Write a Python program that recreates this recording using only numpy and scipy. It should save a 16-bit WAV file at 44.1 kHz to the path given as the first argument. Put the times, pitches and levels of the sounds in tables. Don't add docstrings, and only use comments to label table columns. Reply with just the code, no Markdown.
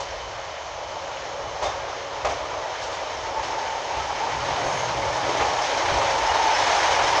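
import sys
import numpy as np
from scipy import signal
from scipy.fft import rfft, irfft, next_fast_len
from scipy.io import wavfile
from scipy.ndimage import uniform_filter1d, map_coordinates

SR = 44100
rng = np.random.default_rng(int(sys.argv[2]) if len(sys.argv) > 2 else 0)


def store_pcm(level_fs):
    pcm = np.round(np.clip(level_fs, -1, 1) * 32767).astype(np.int16)
    wavfile.write(sys.argv[1], SR, np.atleast_2d(pcm).T)


def boost(x):
    u = np.asarray(x, float) / 20
    return 10 ** u


N = 317520
CYCLE_HZ = 6.17

# (time [s], gain over the farthest point [dB])
ENGINE_NEAR = [(0, 1.5), (.6, -0.5), (1.2, 1.5), (1.6, 1.5), (2.2, 2), (2.75, 3), (3.1, 3.5), (3.5, 5),
               (4.0, 6), (4.45, 7), (4.8, 8.5), (5.1, 9.5), (5.4, 11), (5.7, 11), (6.15, 13.5), (6.5, 13),
               (6.8, 15.5), (7.2, 15)]
# (time [s], gain [dB])
BOGIE_NEAR = [(0, -1), (.25, 2), (.64, -1), (1.0, 2), (1.42, 4.5), (1.7, 2.5), (2.04, 4.5), (2.25, 2.5),
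              (2.6, 5), (3.3, 4.5), (4.1, 3), (4.7, 8.5), (5.05, 8), (5.42, 11), (5.65, 7), (6.0, 9.5),
              (6.5, 9), (7.2, 12)]
FIRINGS = [0.94, 0.92, 0.16, 0.98, 0.33, 0.5]


def unit(x):
    return x / np.sqrt(np.mean(x ** 2) + 1e-20)


def along(points, hz):
    f, v = np.transpose(points)
    return np.interp(np.log(hz + 1), np.log(f + 1), v)


def curves(rows):
    s, *cols = np.transpose(rows)
    return [np.interp(np.arange(N) / SR, s, c) for c in cols]


def nearer(level, near_db):
    far_db, slope = level
    return far_db + slope * near_db


def swells(rows, under_db=-90):
    t = np.arange(0, N + 64, 64) / SR
    power = sum(boost(2 * db) * np.exp(-((t - s) / half) ** 2) for s, db, half in rows)
    return 10 * np.log10(np.interp(np.arange(N) / SR, t, power) + boost(2 * under_db))


def wobble(rate):
    t = np.arange(0, N + 64, 64)
    knots = rng.standard_normal(int(N * rate / SR) + 4)
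    return np.interp(np.arange(N), t, map_coordinates(knots, [t * rate / SR]))


def filtered(x, response):
    m = next_fast_len(len(x) + SR // 4)
    return irfft(rfft(x, m) * response(np.fft.rfftfreq(m, 1 / SR)), m)[:len(x)]


def shape(spectrum):
    return lambda hz: boost(along([(0.96, -120)] + spectrum + [(SR / 2, -120)], hz))


def mode(centre_hz, width_hz):
    return lambda f: 1j * f * width_hz / (centre_hz ** 2 - f * f + 1j * f * width_hz)


def patches(depth_db):
    z = signal.stft(rng.standard_normal(N), nperseg=512)[2]
    field = uniform_filter1d(rng.standard_normal(z.shape), size=6, axis=0)
    field = uniform_filter1d(field, size=12, axis=1)
    return signal.istft(z * boost(depth_db * unit(field)), nperseg=512)[1][:N]


def noise(response, patchy_db=None):
    if patchy_db is not None:
        return unit(filtered(patches(patchy_db), response))
    m = next_fast_len(N)
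    re, im = rng.standard_normal((2, m // 2 + 1))
    return unit(irfft((re + 1j * im) * response(np.fft.rfftfreq(m, 1 / SR)), m)[:N])


def singing(centre_hz, width_hz, loose=1, rise_hz=0):
    hz = centre_hz + rise_hz + .2 * width_hz * loose ** 2 * wobble(25)
    note = np.sqrt(2) * np.sin(2 * np.pi * np.cumsum(hz) / SR) * boost(wobble(15))
    return unit(note + 0.43 * loose * noise(mode(centre_hz, 2 * width_hz)))


def beats(pattern_db, start, depth_db, scatter_db):
    turns = len(pattern_db) * (CYCLE_HZ * np.arange(N) / SR + start)
    blow = turns.astype(int)
    scatter = scatter_db * rng.standard_normal(blow[-1] + 1)
    size_db = np.array(pattern_db)[blow % len(pattern_db)] + scatter[blow]
    return unit(uniform_filter1d(boost(size_db - depth_db * (turns - blow)), size=450))


def canopy(x):
    # (frequency [Hz], t60 [s])
    decay = [(60, 0.69), (800, 0.84), (4000, .4), (10000, 0.091)]
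    hz, t, z = signal.stft(rng.standard_normal(SR // 2), SR, nperseg=256)
    tail = signal.istft(z * boost(-60 * t / along(decay, hz)[:, None]), SR, nperseg=256)[1]
    return signal.fftconvolve(np.pad(x, (700, 0)), tail / np.linalg.norm(tail))[:N]


def rumble():
    # (frequency [Hz], density [dB per Hz])
    ground_spectrum = [(15, -24), (30, -19), (42, -5.5), (62, -3), (85, -3), (130, -9.5), (250, -26.5)]
    boom_spectrum = [(70, -38), (100, -8.5), (120, -1), (140, -10), (160, -6.5), (200, -6.5), (300, -24)]
    drone_spectrum = [(170, -12), (250, -2), (330, -2), (430, -0.5), (520, -15.5), (700, -29.5)]
    # (time [s], ground level [dB], frame drone level [dB], half length [s])
    lurches = [(.36, -56, -57, 0.13), (0.862, -60, -54, 0.054), (1.46, -45, -53, .08),
               (1.82, -51, -48, 0.12), (2.4, -50, -49.5, 0.18), (3.43, -58, -45, 0.22),
               (4.0, -56, -45.5, 0.27), (4.47, -50, -43, 0.13), (4.663, -55.5, -41, 0.066),
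               (4.98, -57, -43.5, 0.087), (5.13, -49, -47, .1), (5.304, -54, -36, 0.066),
               (5.418, -49, -38, 0.066), (5.802, -59, -40, 0.12), (5.956, -41, -37.5, 0.066),
               (6.25, -44, -53.5, 0.18), (6.96, -50, -54, 0.16)]
    near_db, = curves(ENGINE_NEAR)
    bogie_db, = curves(BOGIE_NEAR)
    ground_db = swells([(s, db, half) for s, db, _, half in lurches], nearer((-53.5, 0.32), near_db))
    drone_db = swells([(s, db, half) for s, _, db, half in lurches], nearer((-53, 1.28), bogie_db))
    boom_db = swells([(4.83, -42, 0.41)], nearer((-58, 0.34), near_db))
    ground = boost(ground_db + 1.7 * wobble(9)) * noise(shape(ground_spectrum))
    boom = boost(boom_db + 3.5 + 0.7 * wobble(12)) * noise(shape(boom_spectrum))
    drone = boost(drone_db + 1.2 * wobble(10)) * noise(shape(drone_spectrum))
    return ground + boom + drone


def jolts():
    # (time [s], peak level [dB], push length [s])
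    pushes = [
        (4.659, -40, 0.0028),
        (5.289, -29, 0.001),
        (5.4, -31, 0.0008),
        (5.925, -21, 0.0012),
        (5.934, -28, 0.00093),
        (7.042, -32, .002),
    ]
    out = np.zeros(N + SR)
    for s, db, length_s in pushes:
        u = np.arange(SR // 10) / SR / length_s
        out[round(s * SR):][:len(u)] += boost(db) * np.e * u * (2 - u) * np.exp(-u)
    return out[:N]


def rigging():
    # (time [s], peak level [dB], frequency [Hz])
    ticks = [(2.7386, -28, 1760), (2.8194, -23, 1640), (2.9138, -26, 1650), (3.4017, -25, 1650),
             (3.5618, -25, 1370), (3.6691, -24, 1820), (3.7564, -25, 1740), (3.9095, -25, 1790),
             (4.4538, -21, 1750), (4.5974, -25, 1990), (4.8768, -22, 1500), (5.0434, -19, 1700),
             (6.5001, -15, 2250), (6.5555, -14, 1530), (6.992, -13, 1400), (7.0688, -17, 2190)]
    flecks_per_s, fleck_hz, fleck_octaves, fleck_cycles = 70, 2600, .75, 45
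    tick_t60_s, tick_gain_db = .03, -5
    near_db, = curves(ENGINE_NEAR)
    draw, pick = rng.random((500, 2)), rng.standard_normal(500)
    start_s = np.clip(np.cumsum(-np.log(draw[:, 0])) / flecks_per_s, 0, N / SR - .01)
    hz = np.clip(fleck_hz * 2 ** (fleck_octaves * pick), 1100, 9000)
    size_db = nearer((-47, 1.0), near_db[(start_s * SR).astype(int)])
    size_db = size_db - 2.7 * np.log(draw[:, 1]) - 2.4 * np.log2(hz / fleck_hz)
    tick_s, tick_db, tick_hz = np.transpose(ticks)
    t60_s = np.r_[3 * fleck_cycles / hz, np.full(len(tick_s), tick_t60_s)][:, None]
    keep = np.r_[start_s < N / SR - .02, np.ones(len(tick_s))][:, None]
    start_s = np.r_[start_s, tick_s]
    hz = np.r_[hz, tick_hz][:, None]
    size_db = np.r_[size_db, tick_db + tick_gain_db][:, None]
    k = np.arange(SR // 24)
    t = k / SR
    envelope = boost(size_db - 60 * t / t60_s) * (1 - np.exp(-t / (.06 * t60_s)))
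    rings = keep * envelope * np.sin(2 * np.pi * hz * t)
    where = (start_s * SR).astype(int)[:, None] + k
    return np.bincount(where.ravel(), rings.ravel(), N + SR)[:N]


def plate():
    # (time [s], peak level [dB], frequency [Hz], t60 [s])
    plate_rings = [
        (1.648, -37.5, 3590, 0.23),
        (1.668, -56, 9700, .2),
        (2.255, -45, 2300, .25),
    ]
    out, t = np.zeros(N), np.arange(SR // 4) / SR
    for s, db, hz, t60_s in plate_rings:
        ring = unit(filtered(rng.standard_normal(len(t)), mode(hz, 40.0))) + np.sin(2 * np.pi * hz * t)
        out[round(s * SR):][:len(t)] += boost(db - 60 * t / t60_s) * (1 - np.exp(-t / 0.0063)) * ring
    return out


def clangs():
    # (time [s], peak level [dB], frequency [Hz], t60 [s])
    notes_struck = [(1.624, -21, 960, .07), (1.638, -23, 1150, .05), (1.666, -23, 800, .04),
                    (1.746, -27, 860, .04), (2.274, -22, 786, .07), (2.296, -26, 940, .05),
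                    (2.325, -28, 616, .07), (5.285, -26, 430, .06), (5.288, -25.5, 300, .06),
                    (5.41, -22, 447, 0.088), (5.918, -28, 110, .12), (5.97, -36, 80, .15)]
    out, t = np.zeros(N + SR), np.arange(SR // 8) / SR
    for s, db, hz, t60_s in notes_struck:
        envelope = boost(db - 60 * t / t60_s) * (1 - np.exp(-t / 0.0018))
        out[round(s * SR):][:len(t)] += envelope * np.sin(2 * np.pi * hz * t)
    return out[:N]


def brakes():
    # (time [s], peak level [dB], half length [s])
    chirps = [
        (4.68, -38, 0.086),
        (4.78, -35.5, .06),
    ]
    # (frequency [Hz], width [Hz], level [dB])
    shoe_modes = [(6430, 450, -5), (9600, 1100, -2.5)]
    # (time [s], peak level [dB], half length [s])
    whistles = [
        (5.78, -52, .06),
        (6.47, -51.5, .1),
        (6.83, -44.5, .12),
        (7.03, -46, .06),
    ]
    # (time [s], peak level [dB], half length [s])
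    bearing_swells = [
        (6.55, -45, .1),
        (6.75, -43, .08),
        (6.92, -42, .08),
    ]
    # (frequency [Hz], density [dB per Hz])
    jet_spectrum = [(800, -26), (1600, 9), (2400, -2), (4000, -5), (6500, -5.5), (9000, -11), (13000, -4.5)]
    air_s, air_rise_s, leak_db, burst_db, burst_s = 6.5, .02, -40, -30, 0.16
    shoe = sum(boost(db + 1.9 * wobble(34)) * noise(lambda f: mode(hz, w)(f) ** 2) for hz, w, db in shoe_modes)
    disc = boost(swells(whistles)) * singing(3200, 17)
    bearing = boost(swells(bearing_swells)) * singing(2900, 30)
    since_s = np.clip(np.arange(N) / SR - air_s, 0, None)
    flow = boost(leak_db) + boost(burst_db) * np.exp(-(since_s / burst_s) ** 2)
    vent = (1 - np.exp(-since_s / air_rise_s)) * flow
    air = vent * boost(wobble(14)) * noise(shape(jet_spectrum))
    return disc + bearing + boost(swells(chirps)) * shoe + air


def joint():
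    # (time [s], peak level [dB], thump [dB], rattle [dB], rise [s])
    wheel_blows = [(0, -29.5, -17, -4, 0.0022), (1.619, -19, -16, -9, 0.014),
                   (1.655, -31.5, -3, -8, 0.0071), (2.245, -18, -15, -12.5, 0.0044),
                   (2.29, -29.5, -13, -5, 0.0042), (2.81, -35.5, -11, 3, 0.012),
                   (2.912, -33, -15, 0, 0.012), (3.385, -28, -10, -12, 0.006), (3.432, -37.5, -14, 3, .006),
                   (3.965, -27.5, -8.5, -10, .006), (4.66, -26.5, -17, -6, 0.0073),
                   (5.28, -36, -14, -18, .006), (5.34, -27, -20, -15, .006),
                   (5.405, -20.5, -14, -12, 0.0046), (5.915, -38, 2, -14, .01),
                   (6.005, -22, -11.5, -19, 0.0055), (6.31, -34, -9, -14, .006),
                   (6.44, -27, -24.5, -12, 0.0083), (7.035, -28, -19, -23, .004)]
    # (frequency [Hz], density [dB per Hz])
    bang_spectrum = [(200, -21.5), (400, -9.5), (600, -1), (850, -4), (1200, -9), (1600, -18),
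                     (2500, -15.5)]
    thump_spectrum = [(35, -29.5), (55, -5), (90, 2.5), (160, 2.5), (300, -4.5), (450, -19)]
    rattle_spectrum = [(1200, -7), (2200, -1), (3600, 5.5), (5000, 3.5), (7000, 3), (8600, 6),
                       (10000, -2.5), (13000, -11)]
    # (frequency [Hz], level [dB], t60 [s])
    wheel_modes = [(609, 3, 0.12), (811, 1, 0.21), (880, -14, 0.2), (1000, -13, 0.24), (1230, -1, 0.14)]
    t60_s, sleeper_hz, evenness = .28, 60.5, .6
    spectra = (bang_spectrum, thump_spectrum, rattle_spectrum)
    out, t = np.zeros(N + SR), np.arange(SR // 4) / SR
    for s, db, thump_db, rattle_db, rise_s in wheel_blows:
        bang, ballast, rattle = (unit(filtered(rng.standard_normal(len(t)), shape(k))) for k in spectra)
        ring = sum(boost(level_db + rng.normal(0, 1.4) - 60 * t / life_s)
                   * np.sin(2 * np.pi * (hz * t + rng.random())) for hz, level_db, life_s in wheel_modes)
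        thump = np.sin(2 * np.pi * sleeper_hz * t) * boost(-60 * t / (1.3 * t60_s))
        thump = thump + 0.7 * ballast * boost(-60 * t / t60_s)
        flutter = unit(uniform_filter1d(rng.standard_normal(len(t)), size=500))
        loose = rattle * boost(-60 * t / (1.34 * t60_s) + 2.3 * flutter)
        bang = bang / (uniform_filter1d(bang ** 2, size=220) + .05) ** (evenness / 2)
        body = bang * boost(-60 * t / t60_s) + boost(-6.5) * ring + boost(thump_db) * thump + boost(rattle_db) * loose
        out[round(s * SR):][:len(t)] += boost(db - 1.5) * (1 - np.exp(-t / rise_s)) ** 0.74 * body
    return out[:N]


def engine():
    tappets = [0.86, -1.1, 1.3, -0.93]
    # (frequency [Hz], density [dB per Hz])
    block_spectrum = [(700, -33), (1200, -3.5), (1700, -0.5), (2300, -1.5), (2650, -5.5), (3500, -7.5),
                      (4500, -11.5), (7000, -30)]
    valve_spectrum = [(2000, -18), (3500, -2), (4400, -2), (4900, -2), (5600, 0.5), (6500, 0.5),
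                      (7800, -4.5), (9000, -9.5)]
    treble_spectrum = [(6500, -27), (8000, 0), (9500, 0), (11000, -1), (13000, -7.5)]
    # (time [s], peak level [dB], half length [s])
    pump_swells = [(.06, -52, .06), (.25, -52, .08), (.54, -50.5, .07), (.89, -52, 0.055), (1.1, -55, .16),
                   (1.4, -53, .12), (2.85, -50, .06), (3.08, -50, .05), (3.46, -45, 0.033),
                   (4.02, -48, .03), (4.56, -45, .04)]
    # (frequency [Hz], width [Hz], level [dB])
    pump_notes = [(2990, 39.4, -2), (3120, 40, -4.5)]
    # (time [s], peak level [dB], half length [s])
    cover_blows = [
        (2.82, -48, .008),
        (3.19, -50, .015),
        (3.48, -52, 0.022),
        (6.43, -41, .012),
        (6.555, -36, .018),
        (6.605, -40, .018),
        (6.76, -47, .02),
        (7.05, -44, 0.014),
        (7.19, -41, 0.013),
    ]
    near_db, = curves(ENGINE_NEAR)
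    knock_db = nearer((-42, 0.96), near_db)
    clatter_db = nearer((-45.5, 0.92), near_db)
    sump_db = nearer((-50, 0.76), near_db)
    treble_db = nearer((-65.5, 0.88), near_db) - 14.5 * boost(-near_db)
    near = np.clip((clatter_db + 48.0) / 14, 0, 1)
    firing = beats(FIRINGS, 0.87, depth_db=3.5, scatter_db=0.8) ** near
    closing = beats(tappets, 0.865, depth_db=6.5, scatter_db=0.3) ** near
    block = boost(knock_db + 0.65 * wobble(12)) * noise(shape(block_spectrum), patchy_db=0.3)
    injector = boost(-4.5 - 0.74 * near_db) * singing(3060, 90)
    sump = boost(sump_db - 3.0) * (noise(lambda f: mode(3045, 340)(f) ** 2) + injector)
    valves = noise(shape(valve_spectrum), patchy_db=1.0)
    valves = valves + boost(treble_db - clatter_db + 24.0) * noise(shape(treble_spectrum), patchy_db=1.5)
    cover = noise(lambda f: mode(5270, 240)(f) ** 2)
    clatter = valves * closing ** 0.44 + boost(-13.0) * cover * closing ** 2.2
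    pump = boost(swells(pump_swells)) * sum(boost(db) * singing(hz, w) for hz, w, db in pump_notes)
    sway = boost(0.67 * wobble(5.03) + 0.33 * wobble(20))
    body = (block + sump) * firing + boost(clatter_db + 0.3 * wobble(9)) * clatter
    return pump + boost(swells(cover_blows)) * cover + sway * body


def rolling():
    # (time [s], gain [dB])
    axles_near = [(0, -2), (.7, 0), (1.1, 0.5), (1.45, -4), (1.7, 5), (2.05, -9), (2.21, 5.5), (2.5, 1.5),
                  (3.05, 2), (3.55, 6), (4.2, 9), (4.45, 9.5), (5.0, 8), (5.6, 12), (6.25, 14.5),
                  (6.48, 16.5), (6.75, 16.5), (7.2, 16.5)]
    # (frequency [Hz], density [dB per Hz])
    roar_spectrum = [(150, -45), (300, -29.5), (450, -4.5), (560, -1.5), (640, 0.5), (720, -3),
                     (1100, -4.5), (1350, -11.5), (2000, -34), (4000, -30.5)]
    axle_spectrum = [(550, -25), (720, -2), (820, 0), (950, -0.5), (1060, -8.5), (1300, -15.5)]
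    # (time [s], peak level [dB], half length [s])
    ripples = [(.98, -38, .05), (1.39, -46, .03), (1.68, -34, .04), (2.4, -42.5, 0.21), (2.9, -41, 0.2),
               (3.26, -31, 0.037), (3.38, -25.5, 0.025), (3.57, -29, 0.049), (3.72, -29, 0.061),
               (3.95, -28.5, 0.087), (4.22, -31, 0.067), (4.36, -31, 0.039), (4.48, -36, 0.037),
               (4.6, -38, 0.17), (4.9, -30, 0.036), (5.03, -29, 0.027), (5.45, -32, 0.057),
               (5.61, -31, 0.05), (6.02, -29, 0.23), (6.3, -23.5, 0.14), (6.47, -20, 0.037),
               (7.1, -30, 0.23)]
    # (time [s], peak level [dB], half length [s])
    flange_brushes = [(0, -29.5, 0.032), (.12, -43, 0.046), (.48, -45, .1), (.81, -46.5, .04),
                      (1.06, -37, 0.05), (1.36, -39.5, 0.077), (1.62, -41, .08), (1.79, -41, .04),
                      (2.06, -38, 0.081), (2.27, -35, 0.057), (3.02, -40, 0.072), (3.32, -48, .1),
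                      (3.73, -43, .04), (3.95, -38.5, .07), (4.48, -34.5, .06), (4.69, -34.5, 0.049),
                      (5.07, -36.5, 0.15), (5.35, -38, .1), (5.78, -32, 0.048), (6.0, -30, 0.1),
                      (6.47, -36, .05), (6.64, -33.5, 0.056), (7.0, -32, 0.078)]
    # (time [s], smear of its note [1-3], pitch rise [Hz])
    smear = [(0, 1.58, 0), (3.1, 1.05, 0), (4.05, 0.93, 0), (4.4, 1.26, 18), (4.8, 2.4, 34.5),
             (5.3, 2.1, 0.5), (6.05, 1.395, 0), (6.2, 1.2, -0.5), (6.4, 1.08, 0), (6.6, 2.2, -10),
             (6.9, 1.8, 11), (7.2, 1.6, 39.5)]
    # (time [s], peak level [dB], half length [s])
    after_rings = [
        (.75, -49, .15),
        (2.6, -46, 0.15),
        (3.05, -43, .1),
    ]
    # (time [s], peak level [dB], half length [s])
    inner_swells = [
        (3.95, -38, .06),
        (5.2, -36, .04),
        (5.44, -31, .04),
        (5.6, -35, 0.11),
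        (6.3, -37, .06),
        (6.76, -31, 0.045),
    ]
    bogie_db, = curves(BOGIE_NEAR)
    driven_db, = curves(axles_near)
    loose, rise_hz = curves(smear)
    roar_db = nearer((-40, 0.96), bogie_db)
    axle_db = nearer((-39, 1.012), driven_db)
    rail_db = swells(ripples, nearer((-52.5, 0.4), driven_db) + 1.9 * wobble(8.1))
    wheel_db = swells(flange_brushes, nearer((-46.5, .6), bogie_db))
    shake_db = 0.6 * wobble(14) + 0.56 * wobble(30)
    roar = boost(roar_db + 1.5) * noise(shape(roar_spectrum), patchy_db=0.53)
    howl = boost(axle_db - 2.5) * noise(shape(axle_spectrum), patchy_db=0.76)
    throb = beats(FIRINGS, 0.863, depth_db=3.0, scatter_db=0.7) ** np.clip(driven_db / 9.0, 0, 1)
    rim = boost(swells(after_rings)) * singing(613, 30)
    inner_rail = boost(swells(inner_swells)) * singing(822, 20)
    wheel = boost(wheel_db - 2.5) * singing(553, 35.3, loose=1.25)
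    rail = boost(rail_db - 4.0) * singing(889, 20.5, loose, rise_hz)
    return boost(shake_db) * (roar + howl) * throb + rim + inner_rail + wheel + rail


def scene():
    blows = joint() + plate() + jolts() + rigging() + clangs()
    steady = rolling() + rumble() + engine() + brakes()
    return (steady + blows + boost(-13.0) * canopy(blows))[None]


def low_pass(x):
    return signal.sosfilt(signal.butter(12, 15720, fs=SR, output="sos"), x)


def record(dry):
    # (frequency [Hz], gain [dB])
    mic_response = [(20, 3.5), (6620, 0), (6800, -4.5), (7500, -9), (8000, -19), (9900, -27), (12000, -40),
                    (14000, -59)]
    # (frequency [Hz], density [dB per Hz])
    hiss_spectrum = [(40, -14.5), (8000, -14), (13600, -11), (14400, -4.5), (14900, -2), (15700, -1)]
    ceiling, dip_hz, hiss_top_hz = .42, 213, 15720

    def dip(f):
        return (dip_hz ** 2 - f * f + 8j * f) / (dip_hz ** 2 - f * f + 160j * f)

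    held = dry[0] / (1 + (dry[0] / ceiling) ** 4) ** .25
    heard = filtered(held, lambda f: dip(f) * boost(along(mic_response, f)))
    hiss = boost(-80) * noise(lambda f: boost(along(hiss_spectrum, f)) * (f < hiss_top_hz))
    return low_pass((heard + hiss)[None])


dry = scene()
out = record(dry)
store_pcm(out)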